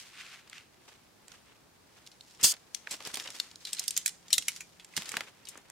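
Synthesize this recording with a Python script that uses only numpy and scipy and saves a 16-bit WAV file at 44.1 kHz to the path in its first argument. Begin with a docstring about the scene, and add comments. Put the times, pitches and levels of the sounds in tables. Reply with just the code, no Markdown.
"""Tent poles in a quiet wood

A bundle of aluminium tent poles slides out of its hissing nylon bag, clatters in the hand and unfolds.
Corded segments clack, built from noise cracks and fading tones, and knock on the tent sheet and dry leaves.
Shaped noise and random ticks make the cloth, leaves and still air; a wavering tone drones faintly far off."""
import sys
import numpy as np
from scipy import signal
from scipy.fft import rfft, irfft, next_fast_len
from scipy.io import wavfile
from scipy.ndimage import map_coordinates

SR = 44100
rng = np.random.default_rng(int(sys.argv[2]) if len(sys.argv) > 2 else 0)


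def to_wav(sig):
    """Store sig (one row per channel, or 1-D mono) as 16-bit WAV at the path in sys.argv[1].

    Samples outside -1..1 are clipped; the rate is SR.
    """
    pcm = np.clip(np.atleast_2d(sig), -1, 1) * 32767
    pcm = np.round(pcm).astype(np.int16)
    wavfile.write(sys.argv[1], SR, pcm.T)  # frames by channels


N = 251811  # length of the scene in samples


def amp(db):
    """Turn decibels into gain."""
    return 10 ** (np.asarray(db) / 20)


def unit(x):
    """Scale a signal to an rms of 1."""
    return x / np.sqrt(np.mean(x ** 2) + 1e-20)


def along(points, hz):
    """Read a curve of (Hz, value) points on a log frequency axis."""
    point_hz, value = np.transpose(points)
    return np.interp(np.log(hz + 1), np.log(point_hz + 1), value)


def wobble(rate):
    """Draw a smooth random curve with this many knots a second."""
    knots = rng.standard_normal(int(N * rate / SR) + 4)
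    return map_coordinates(knots, [np.arange(N) * rate / SR])


def filtered(x, response):
    """Multiply the spectrum of a sound by a function of frequency."""
    n = x.shape[-1]
    padded = next_fast_len(n + 4096)
    spectrum = rfft(x, padded) * response(np.fft.rfftfreq(padded, 1 / SR))
    return irfft(spectrum, padded)[..., :n]


def spread(pair, spectrum, alike):
    """Colour two signals and mix them to stereo with a middle of rms 1; less alike means wider."""
    def response(hz):
        turn = np.arccos(np.clip(along(alike, hz), -.9, 1)) / 2
        return amp(along(spectrum, hz)) * [np.ones_like(hz), np.tan(turn)]
    mid, side = filtered(pair, response)
    return np.array([mid + side, mid - side]) / np.std(mid)


def grains(rate, scatter_db):
    """Noise whose level flutters at random, like many tiny contacts of scattered size."""
    return rng.standard_normal((2, N)) * amp(scatter_db * wobble(rate))


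def snaps(rate):
    """Single sharp ticks of scattered size at random moments, this many a second on average, rms 1."""
    happens = rng.random((2, N)) < rate / SR
    size = rng.uniform(0.11, 1, (2, N))
    return unit(happens * size * rng.choice([-1, 1], (2, N)))


def swells(rows, stretch=1):
    """Gain of overlapping movements (s, length, dB): each rises and falls evenly in dB."""
    s, length, db = np.transpose(rows)[:, :, None]
    t = (np.arange(N) / SR - s) / (length * stretch)
    rise = 0.4054  # share of the length spent rising; a negative length runs the shape backwards
    steps_down = np.minimum(np.maximum(-t / rise, t / (1 - rise)), 10)
    return np.linalg.norm(amp(db - 20 * steps_down), axis=0)


def add(track, s, sound):
    """Mix a sound into the track, starting at s seconds."""
    part = track[:, round(s * SR):][:, :sound.shape[1]]
    part += sound[:, :part.shape[1]]


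def bundle_modes(t, colour, t60, apart=0.599, count=160):
    """The crowded, quickly damped modes of joined tubes; the high ones reach the two ears differently."""
    hz = 900 + 15000 * ((np.arange(count) + rng.random(count)) / count) ** 1.3
    size = amp(along(colour, hz) + 2.89 * rng.standard_normal(count)) * hz ** 0.05
    life = t60 * np.exp(0.394 * rng.standard_normal((count, 1)))
    phase = rng.uniform(0, 2 * np.pi, (count, 1))
    skew = apart * (hz[:, None] / 7000) ** 2.09 * rng.standard_normal((count, 1))
    fade = size[:, None] * amp(-60 * t / life)
    angle = 2 * np.pi * hz[:, None] * t + phase
    return np.array([np.sum(fade * np.sin(angle + ear * skew), 0) for ear in (-1, 1)])


# Tone of the still air. Each row: frequency in Hz, relative level in dB per Hz.
AIR_TONE = [(15, -46), (25, -16.5), (58, -7), (114, -4), (200, -4.5), (335, -6.5), (641, -10.5),
            (818, -9.5), (887, -10.5), (1370, -14.5), (2610, -19), (2910, -22), (4370, -18), (5570, -20.5),
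            (16000, -28.5)]
# How alike the open air is at left and right. Each row: frequency in Hz, likeness (1 is identical).
AIR_LIKENESS = [(100, 0.67), (400, 0.17), (3000, 0.083), (10000, 0.106)]
# Swells of the far drone. Each row: peak time in seconds, length in seconds within 20 dB of the peak
# (negative swaps rise and fall), level in dB around which it wavers.
FAR_DRONE = [(3.0, -0.03, -73), (4.25, 4, -70), (5.2, 1.85, -75.5)]


def forest(air_db=-64.5, drone_hz=174, drift_hz=4):
    """Still air among the trees is soft noise; a far drone is one tone that drifts in pitch."""
    air = spread(rng.standard_normal((2, N)), AIR_TONE, AIR_LIKENESS)
    air = air * amp(air_db + 0.4 * wobble(3.71))
    hz = drone_hz + drift_hz * wobble(2.1) + 1.625 * wobble(8)
    drone = np.sqrt(2) * np.sin(2 * np.pi * np.cumsum(hz) / SR)
    return air + swells(FAR_DRONE) * amp(1.5 * wobble(9.7)) * drone


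# How long the wood echoes. Each row: frequency in Hz, time in seconds to fade by 60 dB.
WOOD_ECHO = [(300, 0.22), (2000, 0.205), (6000, 0.362), (14000, 0.14)]


def trees(x):
    """Trunks and ground scatter back a faint, diffuse tail, made from fading noise."""
    hz, t, bins = signal.stft(rng.standard_normal((2, SR // 2)), SR, nperseg=256)
    fade = amp(-60 * t / along(WOOD_ECHO, hz)[:, None])
    tail = signal.istft(bins * fade, SR, nperseg=256)[1]
    return signal.fftconvolve(x, tail / np.linalg.norm(tail[0]), axes=1)[:, :N]


# Tone of soft rubbing cloth. Each row: frequency in Hz, relative level in dB per Hz.
RUB_TONE = [(71, -45.5), (120, -17), (382, -5.5), (770, -7), (955, -6), (1530, -4), (2030, -4.5),
            (3000, -5.5), (3900, -10.5), (6600, -120)]
# Tone of crisp creases and leaves. Each row: frequency in Hz, relative level in dB per Hz.
CRINKLE_TONE = [(900, -25.5), (1800, -6), (2800, -3), (5000, -0.5), (8000, -4.5), (12000, -13.5),
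                (16000, -22)]
# How alike the spread-out cloth is at left and right. Each row: frequency in Hz, likeness (1 is identical).
CLOTH_LIKENESS = [(500, 0.985), (1400, 0.858), (3000, 0.277), (7000, 0.046)]
# Movements of sleeves, sheet and leaves; the first row is the crisp hiss of the bag as it opens. Each row: #
# peak time in seconds, length in seconds within 20 dB of the peak (before crinkle_stretch), soft rub in dB #
# and crisp crinkle in dB (before the trims below).
CLOTH_MOVES = [(.005, 0.3027, -71.5, -50), (0.897, 0.334, -61.5, -61), (1.34, 0.3737, -60, -60.5),
               (1.494, 0.14, -63, -74), (1.976, 0.33, -62, -63.5), (2.31, 1.24, -85.5, -64),
               (2.404, 0.0649, -51, -52.5), (2.444, 0.099, -39, -46.5), (2.528, 0.0719, -49.5, -54.5),
               (2.77, 0.14, -64, -55.5), (2.923, 0.1024, -43.5, -39), (3.07, 0.27, -48.5, -46),
               (3.178, 0.2032, -46.5, -43.5), (3.262, 0.05, -43.5, -48.5), (3.367, 0.2652, -52, -47),
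               (3.69, 0.4, -63.5, -51), (3.796, 0.5055, -60, -47), (3.938, 0.48, -71.5, -51),
               (4.37, 0.65, -64, -67.5), (4.52, 0.36, -67.5, -47), (5.003, 0.2168, -51, -45.5),
               (5.131, 0.2745, -49, -46.5), (5.176, 0.2477, -47, -50), (5.28, 1.96, -67, -73.5),
               (5.497, 0.0861, -59, -49.5), (5.541, 0.2742, -55.5, -62.5)]


def rustle(rub_trim_db=-1, crinkle_trim_db=-2, snap_share=0.618, crinkle_stretch=0.958):
    """With each movement cloth rubs softly while creases and dry leaves crackle in clumps."""
    s, length, soft_db, crisp_db = np.transpose(CLOTH_MOVES)
    # the cloth is never quite still, and this faint stirring is 4.5 dB louder from 2.4 s on
    near_db = 4.5 * (np.arange(N) / SR > 2.4)
    soft = np.hypot(swells(np.c_[s, length, soft_db]), amp(-74 + near_db))
    crisp = np.hypot(swells(np.c_[s, length, crisp_db], crinkle_stretch), amp(-75 + near_db))
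    clumps = wobble(70)
    rub = spread(grains(rate=220, scatter_db=1.5), RUB_TONE, CLOTH_LIKENESS)
    rub = rub * soft * amp(rub_trim_db + 3.01 * clumps)
    creases = unit(grains(rate=490, scatter_db=1.0)) + snap_share * snaps(rate=72)
    crinkle = spread(creases, CRINKLE_TONE, CLOTH_LIKENESS)
    return rub + crinkle * crisp * amp(crinkle_trim_db + 2 * clumps)


# Tone of nylon on the poles. Each row: frequency in Hz, relative level in dB per Hz.
NYLON_TONE = [(410, -49), (700, -17.5), (798, -14), (997, -12.5), (1120, -4.5), (2660, 0), (3280, -3.5),
              (8310, -14), (12600, -25.5), (16000, -34.5)]
# How alike bag and poles are at left and right. Each row: frequency in Hz, likeness (1 is identical).
POLE_LIKENESS = [(200, 0.983), (1500, 0.9), (3000, 0.65), (6000, 0.4), (12000, 0.25)]
# Tugs that draw the bag off the poles. Each row: peak time in seconds, length in seconds within 20 dB
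# of the peak, level in dB before the trim below.
BAG_TUGS = [(.005, .5, -54.5), (.195, 0.2564, -46.5), (.275, 0.2258, -50.5), (.33, 0.1384, -48),
            (.393, 0.11, -54.5), (.477, 0.02, -52.5), (.56, 0.1847, -49.5)]


def bag(trim_db=-.5, catch_share=0.423):
    """Nylon hisses along the poles at each tug and its seams tick as they catch."""
    friction = unit(grains(rate=720, scatter_db=2.0)) + catch_share * snaps(rate=130)
    hiss = spread(friction, NYLON_TONE, POLE_LIKENESS)
    return swells(BAG_TUGS) * amp(trim_db + wobble(69.8)) * hiss


# Poles and hands landing on the sheet. Each row: start in seconds, level in dB, then the tone against
# 700 Hz: low end in dB near 200 Hz, tap in dB near 2 kHz, treble in dB (lowered by 6 at 7 kHz).
SHEET_KNOCKS = [(2.430, -43, 17.5, 1, 11.5), (2.445, -39.5, 15, 2, 16.5), (2.8708, -51, -16.5, 3.5, -21),
                (2.929, -54.5, 11, -8, 5.5), (3.004, -52, -5.5, 5, -3), (3.072, -46, 3.5, 3, 9.5),
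                (3.138, -50.5, 1, -4.5, -9), (3.1707, -46, -4, 2, 5), (3.286, -52, 6.5, 6.5, -3),
                (3.805, -57, -27.5, -1.5, -7.5), (4.388, -54.5, 16.5, 1.5, 10.5), (4.976, -43, 9, 12.5, 13),
                (4.989, -47.5, 22, -2, -12.5), (5.02, -56.5, 1, 11.5, 11), (5.1402, -44, 0.5, 12, -13.5),
                (5.1679, -42, -3.5, 9, 6.5), (5.2062, -46.5, 1.5, 18, 7), (5.215, -54.5, 3.5, 11, -14.5),
                (5.555, -54, -1, 10, -33.5), (5.577, -54.5, 2.5, 5, -27.5)]


def knocks(thud_t60=0.0747, tap_t60=0.0255, attack=0.000778, snap=12):
    """The padded ground gives a dull thud, the taut sheet a shorter tap; times are in seconds."""
    track, t = np.zeros((2, N)), np.arange(SR // 8) / SR
    head = SR // 90  # the first 11 ms set the level
    for s, db, low_db, tap_db, top_db in SHEET_KNOCKS:
        colour = [(40, low_db - 34.5), (90, low_db - 5), (260, low_db), (700, 0.0049), (1800, tap_db),
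                  (3500, (tap_db + top_db) / 2), (7000, top_db - 6.0), (16000, top_db - 18)]
        contact = rng.standard_normal((2, len(t)))
        contact[0, SR // 600] += snap  # one sharp snap as the sheet pulls tight
        blow = spread(contact, colour, POLE_LIKENESS)
        thud = filtered(blow, lambda hz: 1 / (1 + (hz / 1100) ** 8))
        tap = (blow - thud) * amp(-60 * t / tap_t60)
        thud = thud * amp(-60 * t / thud_t60)
        knock = (thud + tap) * (1 - np.exp(-t / attack))
        add(track, s, amp(db) * knock / np.std(thud[:, :head]))
    return track


# Tone of a light touch. Each row: frequency in Hz, relative level in dB per Hz.
TOUCH_TONE = [(700, -29.5), (1800, -11), (2800, -1.5), (5000, 2), (8000, -1.5), (12000, -18.5),
              (16000, -21.5)]
# Dangling segments jostle. Each row: peak time in seconds, length in seconds within 20 dB of the peak,
# level in dB.
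SEGMENT_JOSTLES = [(2.31, 0.29, -60), (3.245, 0.32, -50), (3.75, 0.52, -58.5), (3.95, 0.35, -59),
                   (4.085, 0.02, -46.5), (4.4, 0.23, -48.5)]


def jostle(ring_t60=0.0395, tick_share=0.9):
    """The dangling segments touch lightly at random and ring."""
    touches = snaps(rate=79)
    tubes = bundle_modes(np.arange(SR // 16) / SR, [(1000, 0), (16000, 0)], ring_t60)
    rung = unit(signal.fftconvolve(touches, tubes, axes=1)[:, :N])
    return swells(SEGMENT_JOSTLES) * spread(rung + tick_share * touches, TOUCH_TONE, POLE_LIKENESS)


# Tone of the clattering bundle. Each row: frequency in Hz, relative level in dB per Hz.
BUNDLE_TONE = [(530, -49), (900, -27.5), (1370, -23.5), (1490, -19.5), (2300, -20), (3260, -7),
               (3640, -8.5), (5040, 0.5), (5750, -5), (7060, -1), (9880, -6.5), (16000, -16)]


def clatter(ring_share=0.31, ring_t60=0.045, snap_share=0.35):
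    """All the segments roll and scrape over each other, a dense train of contacts in ringing tubes."""
    contacts = unit(rng.standard_normal((2, N))) + snap_share * snaps(rate=500)
    tube_colour = [(1000, -1.5), (7000, -0.5), (16000, -6.5)]
    tubes = bundle_modes(np.arange(SR // 16) / SR, tube_colour, ring_t60, count=300)
    rung = unit(signal.fftconvolve(contacts, tubes, axes=1)[:, :N])
    # the bundle jolts in the hand and slides on, slowing, until the grip stops it
    jolt_s, attack_s, jolt_db, jolt_t60 = 2.428, 0.01765, -16.5, 0.112
    skid_db, skid_sag_db_per_s, skid_s, grip_t60 = -23, 108.5, 0.0784, 0.0223
    t = np.arange(N) / SR - jolt_s
    after = np.maximum(t - attack_s, 0)
    jolt = amp(jolt_db - 60 * after / jolt_t60)
    skid = amp(skid_db - skid_sag_db_per_s * after)
    grip = amp(-60 * np.clip((after - skid_s) / grip_t60, 0, 2))
    motion = np.clip(t / attack_s, 0, 1) * np.hypot(jolt, skid) * grip
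    return motion * spread(unit(contacts) + ring_share * rung, BUNDLE_TONE, POLE_LIKENESS)


# Bending modes of a free segment. Each row: frequency in Hz before detuning, relative level in dB before
# the contact's colour and some scatter, time in seconds to fade by 60 dB.
TUBE_MODES = [(1574, -13.5, .22), (2049, 4.5, 0.18), (3210, -15.5, 0.17), (3710, -14, 0.16),
              (4400, -13.5, 0.26), (5420, -5, 0.202), (6530, -1.5, 0.32), (6300, -12, 0.275),
              (7310, 4.5, 0.22), (8820, -2, 0.38), (9470, -4.5, 0.29), (10500, -10.5, .24),
              (11700, -22, .25)]


def tube_ring(t, colour, detune=0.025):
    """One segment rings on; no two are tuned alike, and the cord rattling inside roughens each line."""
    hz, db, t60 = np.transpose(TUBE_MODES)[:, :, None]
    hz = hz * (1 + detune * rng.standard_normal(hz.shape))
    size = amp(db + .5 * along(colour, hz) + 2 * rng.standard_normal(hz.shape))
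    rattle = np.cumsum(rng.standard_normal((len(hz), len(t))), 1) / np.sqrt(SR / 80)
    phase = 2 * np.pi * (hz * t + rng.random(hz.shape)) + rattle
    ears = 0.29 * rng.standard_normal((2, len(hz), 1))
    ring = np.sum(size * amp(-60 * t / t60) * np.sin(phase + ears), 1)
    return ring / np.linalg.norm(size)


def clack_colour(mode_hz, low_db, high_db, top_db, mode_db=7, width_hz=330):
    """The hardness of a contact tilts its spectrum; the spot that is struck favours one group of modes."""
    hz = np.geomspace(200, 16000, 200)
    tilt = [(300, low_db - 24.5), (1000, low_db - 21.0), (2100, low_db - 1), (3800, 0),
            (7000, high_db), (11500, top_db), (16000, top_db - 14.0)]
    favoured = mode_db / (1 + ((hz - mode_hz) / width_hz) ** 2)
    return np.transpose([hz, along(tilt, hz) + favoured])


# Pole against pole. Each row: start in seconds, level in dB, favoured mode in Hz, body in dB (lowered by 1
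# near 2 kHz), brightness in dB at 7 kHz (both against 4 kHz and before the favoured mode is lifted),
# time in seconds to fade by 60 dB (before damping).
POLE_CLACKS = [(0.4978, -52, 8300, -2, 4.5, 0.0043), (0.5304, -45.5, 2890, 12.5, -8.5, 0.0133),
               (0.581, -48.5, 2800, -1.5, -10, .011), (1.2817, -51.5, 3744, 9, 6, 0.0058),
               (1.318, -53.5, 1530, 2, 0, 0.0195), (2.064, -52.5, 4250, -2.5, -2, 0.038),
               (2.073, -50, 5380, -10, -2, 0.018), (2.116, -56, 4420, -5, -3.5, 0.085),
               (2.209, -49, 4400, -31, -14, 0.0098), (2.4116, -43.5, 5170, 8, 7.5, 0.09),
               (2.539, -45, 4470, 0, -1, 0.0218), (2.566, -56.5, 2480, 4, -3, 0.0245),
               (2.7466, -35.5, 6050, -8.5, -1.5, 0.0171), (2.8724, -38.5, 2160, 17.5, -9, 0.0093),
               (2.91, -35.5, 7620, -10.5, 4.5, 0.129), (3.051, -43, 5500, -22, -7.5, 0.0176),
               (3.1424, -35, 8460, -10, 1.5, 0.023), (3.1554, -37.5, 3260, -6, 5, 0.023),
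               (3.1989, -36.5, 5550, -5.5, -5, 0.0045), (3.2755, -39.5, 3370, -1, -11.5, 0.0294),
               (3.3036, -43, 5450, -0.5, 0.5, 0.0047), (3.4002, -27, 4373, -11.5, -9, 0.0144),
               (3.5133, -51.5, 5220, -4, -3, 0.0132), (3.5576, -47, 4150, -28.5, -9, 0.009),
               (3.6516, -36, 4432, -13.5, -6, 0.027), (3.6713, -42, 3760, -4, -5.5, 0.091),
               (3.731, -30, 8300, -7.5, 3.5, 0.0273), (3.748, -45, 7620, -6, -6, .02),
               (3.7683, -44, 4150, -7, -10.5, 0.036), (3.7855, -40.5, 4430, -5, -13, 0.056),
               (3.7951, -29.5, 6160, -14, 6.5, 0.0184), (3.8387, -43.5, 8650, -2.5, 2.5, 0.037),
               (3.88, -28, 4984, -17, 4, 0.0264), (3.9074, -33, 8480, -11.5, 2.5, 0.012),
               (3.9656, -29.5, 6330, -4, 0.5, 0.0767), (3.976, -26, 7370, -8.5, 6.5, 0.013),
               (4.0607, -26, 9480, -1.5, 7.5, 0.0196), (4.0688, -37, 8500, -9.5, 1.5, 0.048),
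               (4.078, -32, 8360, -1.5, 4.5, 0.021), (4.092, -42.5, 9440, -1.5, 3.5, 0.019),
               (4.2823, -51, 7250, -6, -4.5, 0.027), (4.3046, -42, 5430, 1.5, -0.5, 0.106),
               (4.3295, -18, 4150, -11.5, 3, 0.0443), (4.339, -27, 8470, -14.5, -4, 0.048),
               (4.3807, -23, 8460, -6, -4, 0.0202), (4.4236, -43, 2930, -7, -0.5, 0.0176),
               (4.4829, -25.5, 2420, 4.5, 4.5, 0.0344), (4.5623, -43.5, 6470, -5, -2, 0.028),
               (4.607, -40, 6832, 10.5, 5, 0.0574), (4.7975, -50, 3210, -1, -7, 0.073),
               (4.8463, -49.5, 7480, -3, 0, 0.019), (4.9382, -53.5, 2450, 8, -2, 0.0174),
               (4.9658, -31, 8730, 0, 0.5, 0.0565), (4.972, -35.5, 4970, -4.5, -5.5, 0.052),
               (5.057, -44, 4280, 1, -0.5, 0.06), (5.0912, -38, 8510, 1.5, 4.5, 0.0385),
               (5.1178, -40, 8560, 13.5, 9.5, 0.0167), (5.4531, -50.5, 4690, -5, 5, 0.029),
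               (5.471, -48, 2590, -6, -10, 0.074), (5.487, -42.5, 9300, -9.5, 11.5, 0.053),
               (5.575, -50.5, 1740, 12, 13, 0.016), (5.7001, -47.5, 5190, 20, 12.5, 0.0031)]


def clacks(crack_db=-1, crack_t60=0.00553, damping=0.969, attack=0.000224, rebound=0.497, early_db=-21,
           ping_db=-12, ring_db=-30.0, ring_slope=0.793):
    """A faint early copy of the hit, a crack with a short clank of joined tubes, a rebound and a thin ring."""
    track, t = np.zeros((2, N)), np.arange(int(SR * .3)) / SR
    brief, head = t[:SR // 16], SR // 125

    def level(x):
        """Scale to rms 1 over the first 8 ms."""
        return x / np.std(np.atleast_2d(x).mean(0)[:head])

    for s, db, mode_hz, body_db, bright_db, t60 in POLE_CLACKS:
        top_db = bright_db - 7 + 0.1231 * (db + 33)  # softer blows lose more of the top
        colour = clack_colour(mode_hz, body_db, bright_db, top_db)
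        clank = bundle_modes(brief, colour, t60 * damping)
        crack = spread(rng.standard_normal((2, len(brief))), colour, POLE_LIKENESS)
        crack = crack * amp(-60 * brief / crack_t60)
        ping = np.sin(2 * np.pi * mode_hz * brief) * amp(-60 * brief / (t60 * damping))
        hit = level(clank) + amp(crack_db) * level(crack) + amp(ping_db) * level(ping)
        hit = hit * (1 - np.exp(-brief / attack))
        add(hit, rng.uniform(.0008, .0022), rebound * hit)  # the tubes chatter before they part
        pan_db = 4.2 * rng.standard_normal()  # contacts fall a little to either side
        hit = amp(db + np.array([[pan_db], [-pan_db]]) / 2) * level(hit)
        add(track, s - rng.uniform(0.0017, .0035), amp(early_db) * hit)
        add(track, s, hit)
        # both segments ring; a hard blow seats the joint, so the ring grows less than the blow
        ring = tube_ring(t, colour) + tube_ring(t, colour)
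        add(track, s, amp(ring_slope * db + ring_db) * ring)
    return track


def scene(hits_echo_db=-19, bundle_echo_db=-32):
    """Mix the wood, the cloth and the poles; the single hits and the clatter also echo off the trees."""
    hits, bundle = knocks() + jostle() + clacks(), clatter()
    echo = trees(amp(hits_echo_db) * hits + amp(bundle_echo_db) * bundle)
    return forest() + echo + rustle() + bag() + bundle + hits


def record(dry):
    """A very steep slope removes the sound above about 15.9 kHz."""
    return filtered(dry, lambda hz: 1 / (1 + (hz / 15900) ** 120))


dry = scene()
out = record(dry)
to_wav(out)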